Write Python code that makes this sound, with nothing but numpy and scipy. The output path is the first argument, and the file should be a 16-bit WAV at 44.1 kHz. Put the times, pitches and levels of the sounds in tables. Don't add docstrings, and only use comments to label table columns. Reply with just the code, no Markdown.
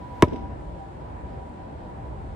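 import sys
import numpy as np
from scipy import signal
from scipy.fft import rfft, irfft
from scipy.io import wavfile
from scipy.ndimage import uniform_filter1d

SR = 44100
rng = np.random.default_rng(int(sys.argv[2]) if len(sys.argv) > 2 else 0)


def log_audio(samples):
    frames = np.atleast_2d(samples).T
    limited = np.clip(frames, -1, 1)
    pcm = np.round(limited * 32767).astype(np.int16)
    wavfile.write(sys.argv[1], SR, pcm)


N = 103635

# (frequency [Hz], relative level [dB])
TRAFFIC_SPECTRUM = [(20, -51), (35, -13), (60, -0.5), (90, -6.5), (140, -9.5), (200, -13.5), (320, -14),
                    (430, -18.5), (600, -15), (880, -15.5), (1150, -26.5), (1700, -31.5), (2500, -41),
                    (4000, -47.5), (6000, -56.5), (8200, -53), (10500, -63), (15500, -84)]
# (frequency [Hz], correlation [-1 to 1])
TRAFFIC_CORRELATION = [(60, 0.89), (200, 0.76), (380, 0.65), (700, -0.52), (1300, -0.42), (2400, 0.27),
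                       (8000, -0.12)]
# (time [s], gain [dB])
RUMBLE_GAIN = [(0, 0.5), (.45, 3.5), (.75, -1), (1.1, 0.5), (1.38, 2.5), (1.55, -4), (1.8, 1.5), (1.92, 1),
               (2.35, 5.5)]
# (centre time [s], length [s], level [dB])
LOW_TONE_SWELLS = [(.03, .05, -52), (.15, .1, -49.5), (.385, .07, -47.5), (.455, .06, -45.5),
                   (.525, .04, -49.5), (.815, .06, -44), (.895, .06, -49), (1.135, .06, -48),
                   (1.345, .11, -48), (1.435, .04, -51), (1.6, .04, -49.5), (1.71, .07, -51),
                   (1.87, .11, -50.5), (1.995, .05, -46.5), (2.19, .04, -49.5), (2.31, .08, -50.5)]
# (time [s], level [dB])
HIGH_TONE_LEVEL = [(0, -44.5), (.2, -45.5), (.4, -45.5), (.55, -52), (.8, -55), (1.17, -53), (1.37, -52),
                   (1.6, -55), (2.1, -54.5), (2.35, -59)]
# (delay [s], thump gain [dB], crack gain [dB], smear [s])
FRONT_ECHOES = [(0.021, -34, -21, 0.004), (0.048, -22.5, -42, 0.0015), (0.06, -39, -26, 0.0015),
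                (0.098, -17, -34, 0.0025), (0.112, -18, -26, 0.005), (0.138, -30, -25.5, 0.003),
                (.15, -31, -30, 0.045)]
# (frequency [Hz], gain [dB])
THUMP_REFLECTION = [(60, -9), (160, -2), (260, 2), (350, -5), (520, -3), (1000, -15), (3000, -32)]
# (frequency [Hz], gain [dB])
CRACK_REFLECTION = [(500, -6), (1500, -3), (3000, -6), (5000, -1.5), (7000, -11.5), (15000, -22)]
# (frequency [Hz], gain [dB])
HISS_SPECTRUM = [(800, -60), (2000, -48), (4000, -60.5), (6000, -64), (9000, -71), (15500, -74)]
# (frequency [Hz], gain [dB])
GRIT_SPECTRUM = [(500, -39), (1000, -30), (2200, -27), (3800, -31), (4600, -42), (9000, -44), (12000, -51),
                 (15500, -58)]
# (time after the hit [s],
# relative level [dB])
CONTACT_CLICKS = [(0, 0), (.0004, -39), (.0044, -16.5)]
# (frequency [Hz], relative gain [dB])
CRACK_SPECTRUM = [(200, -28), (500, -4), (1000, 1.5), (1450, -3.5), (2000, 3), (2600, 6.5), (3500, 0),
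                  (4500, -11.5), (5800, -5.5), (7200, -14), (8200, -7), (9000, -11.5), (11000, -13),
                  (13000, -26), (15500, -15)]
# (frequency [Hz], peak level [dB], rise [s], 60 dB decay time [s])
MALLET_MODES = [(81, -14.5, 0.0119, 0.121), (151, -5.8, 0.0104, 0.024), (249, -15.2, 0.0034, 0.11),
                (358, -7.8, 0.0045, 0.07), (400, 0.6, 0.007, 0.008), (491, -4.3, 0.0048, 0.028),
                (590, -19, 0.0041, 0.078), (680, -23, 0.003, 0.05), (734, -11.9, 0.0028, 0.015),
                (870, -24, 0.003, 0.04), (982, -8.8, 0.0011, 0.051), (1043, -12.7, 0.0023, 0.055),
                (1270, -28, 0.003, 0.055), (1772, -19.9, 0.0044, 0.009), (2185, -12.1, 0.0005, 0.008),
                (2255, -33, 0.001, 0.06)]

HIT_S = .2235
DIRECT_WIDTH, ECHO_WIDTH = .73, .89


def undb(db):
    return 10 ** (np.asarray(db) / 20)


def unit(x):
    return x / np.sqrt(np.mean(x ** 2))


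def at_hz(table, hz):
    frequencies, values = np.array(table, float).T
    return np.interp(np.log(np.maximum(hz, 1)), np.log(frequencies), values)


def colour(x, table):
    size = 2048
    cepstrum = irfft(np.log(undb(at_hz(table, np.fft.rfftfreq(size, 1 / SR)))))
    cepstrum[1:size // 2] *= 2
    cepstrum[size // 2 + 1:] = 0
    response = irfft(np.exp(rfft(cepstrum)))
    return signal.fftconvolve(x, response[None], axes=1)[:, :N]


def lowpass(x, hz):
    return signal.sosfilt(signal.butter(2, hz, fs=SR, output="sos"), x)


def highpass(x, hz):
    return signal.sosfilt(signal.butter(1, hz, "high", fs=SR, output="sos"), x)


def late(x, seconds):
    return irfft(rfft(x) * np.exp(-2j * np.pi * np.fft.rfftfreq(N, 1 / SR) * seconds), N)


def fade(t, t60):
    return (t >= 0) * np.exp(-np.log(1000) * np.maximum(t, 0) / t60)


def drift(rate_hz):
    hold = int(SR / rate_hz)
    steps = np.repeat(rng.standard_normal(N // hold + 1), hold)
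    return unit(uniform_filter1d(uniform_filter1d(steps, hold), hold)[:N])


def stereo_noise(width):
    mid, side = rng.standard_normal((2, N))
    return np.array([mid + width * side, mid - width * side])


def traffic(t, level_db=-36.5, swell_db=.35, flicker_db=.9, rumble_hz=168.7):
    hz = np.fft.rfftfreq(N, 1 / SR)
    correlation = at_hz(TRAFFIC_CORRELATION, hz)
    spectra = rfft(rng.standard_normal((2, N))) * undb(at_hz(TRAFFIC_SPECTRUM, hz))
    mid, side = spectra * np.sqrt([1 + correlation, 1 - correlation])
    ears = np.array([mid + side, mid - side])
    octave = np.floor(np.log2(np.maximum(hz, 45) / 45))
    bands = [irfft(ears * (octave == k), N) for k in np.unique(octave)]
    swell = swell_db * drift(.41)
    road = sum(band * undb(swell + flicker_db * drift(11.93)) for band in bands)
    bass = irfft(rfft(road) * (hz < rumble_hz), N)
    bass_gain = undb(np.interp(t, *np.array(RUMBLE_GAIN).T))
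    return undb(level_db) * unit(road + bass * (bass_gain - 1))


def blurred_tone(hz, waver_hz=3.5, blur=.5):
    carrier = np.exp(2j * np.pi * np.cumsum(hz + waver_hz * drift(10)) / SR)
    paths = np.array([1 + blur * (drift(21.35) + 1j * drift(22.5)) for _ in range(2)])
    return carrier * paths


def far_tones(t, low_hz=781, high_hz=978.5, flutter_hz=12.4, flutter_depth=.45, flutter_peak_s=.045):
    swells = sum(undb(db) * np.exp(-np.pi * ((t - centre) / length) ** 2)
                 for centre, length, db in LOW_TONE_SWELLS)
    flutter = 1 + flutter_depth * np.exp(-2j * np.pi * flutter_hz * (t - flutter_peak_s))
    low = unit(blurred_tone(low_hz).real)
    high = unit((blurred_tone(high_hz) * flutter).real)
    return low * swells + high * undb(np.interp(t, *np.array(HIGH_TONE_LEVEL).T))


def scatter(envelope, db):
    response = envelope * stereo_noise(ECHO_WIDTH)
    return undb(db) * response / np.linalg.norm(response, axis=1, keepdims=True)


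def plaza(thump, crack, t, build_s=.12):
    build = np.clip(t / build_s, 0, 1)
    thump_paths = 0
    crack_paths = scatter(fade(t, t60=1) * build, db=-22)
    for delay, thump_db, crack_db, smear in FRONT_ECHOES:
        arrival = np.exp(-((t - delay) / smear) ** 2)
        thump_paths += scatter(arrival, thump_db)
        crack_paths += scatter(arrival, crack_db)
    thump_paths += lowpass(scatter(fade(t, t60=1.76) * build, db=-17), hz=597)
    thump_echoes = signal.fftconvolve(thump, colour(thump_paths, THUMP_REFLECTION), axes=1)
    crack_echoes = signal.fftconvolve(crack, colour(crack_paths, CRACK_REFLECTION), axes=1)
    return (thump_echoes + crack_echoes)[:, :N]


def rising_hiss(t, rise_s=.17):
    envelope = (t < HIT_S) * np.exp(-np.abs(t - HIT_S) / rise_s)
    return colour(envelope * stereo_noise(DIRECT_WIDTH), HISS_SPECTRUM)


def contact_crack(age, gain_db=10, crush_db=-29.5, crush_s=.0048):
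    clicks = sum(undb(db) * signal.unit_impulse(N, round((HIT_S + delay) * SR))
                 for delay, db in CONTACT_CLICKS)
    clicks = np.array([late(clicks, seconds=.000025), clicks])
    crush = undb(crush_db) * (age >= 0) * (age < crush_s) * stereo_noise(DIRECT_WIDTH)
    grit = colour(fade(age, t60=.11) * stereo_noise(DIRECT_WIDTH), GRIT_SPECTRUM)
    return undb(gain_db) * colour(clicks + crush, CRACK_SPECTRUM) + grit


def mallet_thump(age):
    thump = np.zeros(N)
    for hz, db, rise, t60 in MALLET_MODES:
        onset = np.sin(np.pi / 2 * np.clip(age / rise, 0, 1)) ** 2
        decay = fade(np.maximum(age - rise, 0), t60)
        thump += undb(db) * np.sin(2 * np.pi * hz * age) * onset * decay
    thump += undb(-9) * late(highpass(thump, hz=450), seconds=.0102)
    left = undb(.94) * late(thump, seconds=.00007)
    return np.array([left, thump])


def scene():
    t = np.arange(N) / SR
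    thump = mallet_thump(t - HIT_S)
    crack = contact_crack(t - HIT_S)
    return rising_hiss(t) + thump + crack + plaza(thump, crack, t) + traffic(t) + far_tones(t)


def record(dry, ceiling=1.1, top_hz=15700):
    rounded = dry / (1 + (dry / ceiling) ** 4) ** (1 / 4)
    return signal.sosfilt(signal.ellip(8, .2, 70, top_hz, fs=SR, output="sos"), rounded)


dry = scene()
out = record(dry)
log_audio(out)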